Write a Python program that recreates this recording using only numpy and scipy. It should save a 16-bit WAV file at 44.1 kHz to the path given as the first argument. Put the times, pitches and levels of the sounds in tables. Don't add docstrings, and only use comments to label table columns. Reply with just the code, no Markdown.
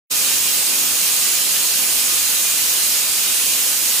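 import sys
import numpy as np
from scipy import signal
from scipy.fft import rfft, irfft, next_fast_len
from scipy.io import wavfile
from scipy.ndimage import uniform_filter1d, map_coordinates

SR = 44100
rng = np.random.default_rng(int(sys.argv[2]) if len(sys.argv) > 2 else 0)


def to_wav(s):
    ch = np.atleast_2d(s).T
    pcm = np.round(np.clip(ch, -1, 1) * 32767)
    wavfile.write(sys.argv[1], SR, pcm.astype(np.int16))


N = 176400
TOP_HZ = 15560


def air_jet():
    jet = sputter(patchy(hiss() + ringing(), depth_db=0.62))
    build_up_db = -0.5 * np.exp(-np.arange(N) / SR / 0.31)
    flutter_db = 0.29 * wobble(rate=24.58)
    drift_db = 0.22 * wobble(rate=4.9)
    return jet * amp(build_up_db + flutter_db + drift_db)


# frequency in Hz, relative level in dB.
HISS_TONE_LEFT = [(150, -31), (500, -12), (1000, -12), (1500, -7), (2150, -6.2), (2450, -2.3), (2800, -0.6),
                  (3400, -0.4), (3900, -1.2), (4600, 1.5), (5350, -2.3), (6000, 4), (6750, -5.5),
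                  (7600, 3.3), (8500, -0.5), (10500, -0.9), (13000, 0.3), (14000, -.2), (15400, -2)]
HISS_TONE_RIGHT = [(150, -28), (500, -13.5), (1000, -7.5), (1500, -6), (2150, -3.5), (2450, -2.5),
                   (2800, 2.9), (3400, 0.2), (4400, 2.5), (5350, 3.5), (6000, -2), (6750, 5), (7200, 2),
                   (8300, 5.5), (9200, 3.5), (10100, 3), (11200, 4), (12200, 2.8), (13300, -0.8),
                   (14000, 3.1), (15400, 1)]
# frequency in Hz, likeness (1 is the same, 0 is unrelated).
HISS_LIKENESS = [(100, .995), (400, 0.87), (900, 0.64), (1900, 0.41), (2450, 0.61), (3600, 0.053),
                 (5200, 0.14), (6300, 0.3), (10000, 0.29), (12800, -0.064), (14200, 0.18)]
def hiss():
    share = lambda hz: 0.66 * hz / np.hypot(hz, 1770)
    echoed = filtered(panel_echoes(rng.standard_normal(N)), lambda hz: np.sqrt(share(hz)))
    all_around = filtered(rng.standard_normal((2, N)), lambda hz: np.sqrt(1 - share(hz)))
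    noise = spread(echoed + all_around, HISS_LIKENESS)
    tone = lambda hz: amp([along(HISS_TONE_LEFT, hz), along(HISS_TONE_RIGHT, hz)])
    band = lambda hz: hz / np.hypot(hz, 130) * (hz < TOP_HZ)
    shaped = filtered(noise, lambda hz: tone(hz) * band(hz))
    return unit(shaped) * amp([[-18.5], [-16.5]])


# pitch in Hz, relative level in dB on the left, then on the right.
RESONANCES = [(2433, -7, -8), (3768, -7, -12), (4097, -8, -7), (5211, -15, -6), (5426, -6, -7),
              (5620, -9, -8), (5889, -8, -9), (6268, -4, -5), (6568, -14, -1), (6625, -7, -3),
              (6797, -6, 1), (7168, -7, -5), (7563, -13, -5), (8105, -18, -2), (8243, -7, -7),
              (8517, -6, -6), (8790, -18, -3), (9045, -17, -4), (9445, -7, -3), (9851, -15, -4),
              (10120, -13, -2), (10184, -13, -2), (10897, -17, -2), (11152, -18, -4), (11196, -10, -2),
              (13330, -18, -2), (13917, -13, -4), (14905, -9, -5)]
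def ringing(width_hz=18):
    def gain(hz):
        peak = lambda pitch: np.abs(hz * width_hz / (pitch ** 2 - hz ** 2 + 1j * hz * width_hz))
        power = sum((amp([[left], [right]]) * peak(pitch)) ** 2 for pitch, left, right in RESONANCES)
        return np.sqrt(power)

    return unit(filtered(rng.standard_normal(N), gain)) * amp([[-29.5], [-22.5]])


def panel_echoes(sound, decay_s=0.14):
    t = np.arange(SR // 4) / SR
    spectrum = rfft(rng.standard_normal((2, len(t))) * amp(-60 * t / decay_s))
    broad_tone = np.sqrt(uniform_filter1d(np.abs(spectrum) ** 2, size=60, axis=1))
    grain = irfft(spectrum / broad_tone)
    return unit(signal.fftconvolve(sound[None], grain, axes=1)[:, :N])


def sputter(sound, centre_hz=3700, width_hz=2200, depth_db=0.92):
    hz, _, bands = signal.stft(sound, SR, nperseg=1024)
    focus = np.exp(-((hz[:, None] - centre_hz) / width_hz) ** 2)
    gain = amp(depth_db * focus * random_patches(bands, bands_wide=5, steps_long=4))
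    return signal.istft(bands * gain, nperseg=1024)[1][..., :N]


# frequency in Hz, relative level in dB.
RUSH_TONE = [(60, -22), (145, -10), (195, 1.5), (280, -0.5), (400, 0.5), (510, -0.5), (620, -4.5),
             (800, -3.5), (1000, -2), (1300, -10.5), (3000, -18.5)]
# frequency in Hz, likeness.
RUSH_LIKENESS = [(80, .9995), (200, 1), (400, 0.96), (1300, 0.81)]
# time in seconds, relative level in dB.
RUSH_LEVELS = [(.1, -36.3), (.85, -37.5), (1.7, -37), (1.85, -35.5), (2.15, -40.5), (4, -39)]
def hall_rush(gain_db=-3.5):
    noise = patchy(rng.standard_normal((2, N)), depth_db=0.5)
    rush = unit(filtered(spread(noise, RUSH_LIKENESS), lambda hz: amp(along(RUSH_TONE, hz))))
    level_db = np.interp(np.arange(N) / SR, *np.transpose(RUSH_LEVELS))
    return rush * amp(level_db + gain_db)


# pitch in Hz, level in dB.
MOTOR_TONES = [(39.5, -66.5), (80, -66), (119, -62), (166, -63), (259, -54.5), (300, -60), (350, -57),
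               (521, -54.5), (1067, -54.5), (1233, -52)]
def motor_hum():
    def tone(pitch):
        width_hz = 2 + 0.002 * pitch
        peak = lambda hz: 1 / (1 + ((hz - pitch) / width_hz) ** 2)
        return unit(filtered(rng.standard_normal(N), peak))

    return sum(amp(level_db) * tone(pitch) for pitch, level_db in MOTOR_TONES)


# frequency in Hz, relative level in dB.
RUMBLE_TONE = [(20, -20), (35, -12), (60, -11), (82, 1.5), (105, -6), (150, -4.5), (250, -17.5), (600, -40),
               (3000, -80)]
def rumble(level_db=-55.5):
    bass = filtered(rng.standard_normal(N), lambda hz: amp(along(RUMBLE_TONE, hz)))
    return unit(bass) * amp(level_db)


def amp(db):
    return 10 ** (np.asarray(db) / 20)


def unit(x):
    return x / np.sqrt(np.mean(x ** 2, axis=-1, keepdims=True) + 1e-20)


def along(points, hz):
    row_hz, values = np.transpose(points)
    return np.interp(np.log(hz + 1), np.log(row_hz + 1), values)


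def wobble(rate):
    return map_coordinates(rng.standard_normal(int(N * rate / SR) + 4), [np.arange(N) * rate / SR])


def filtered(x, response):
    size = next_fast_len(N + SR // 2)
    return irfft(rfft(x, size) * response(np.fft.rfftfreq(size, 1 / SR)), size)[..., :N]


def random_patches(bands, bands_wide, steps_long):
    field = uniform_filter1d(rng.standard_normal(bands.shape[-2:]), size=bands_wide, axis=0)
    field = uniform_filter1d(field, size=steps_long, axis=1)
    return field / field.std()


def patchy(x, depth_db):
    bands = signal.stft(x, nperseg=512)[2]
    gain = amp(depth_db * random_patches(bands, bands_wide=16, steps_long=18))
    return signal.istft(bands * gain, nperseg=512)[1][..., :N]


def spread(pair, likeness):
    angle = lambda hz: np.arccos(np.clip(along(likeness, hz), -1, 1)) / 2
    mid, side = filtered(pair, lambda hz: np.array([np.cos(angle(hz)), np.sin(angle(hz))]))
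    return np.array([mid + side, mid - side])


def scene():
    return air_jet() + hall_rush() + rumble() + motor_hum()


def record(dry, start_s=0.098, fade_s=0.016):
    fade_in = np.clip((np.arange(N) / SR - start_s) / fade_s, 0, 1) ** 1.85
    return filtered(dry * fade_in, lambda hz: np.clip((TOP_HZ - hz) / 200, 0, 1))


dry = scene()
out = record(dry)
to_wav(out)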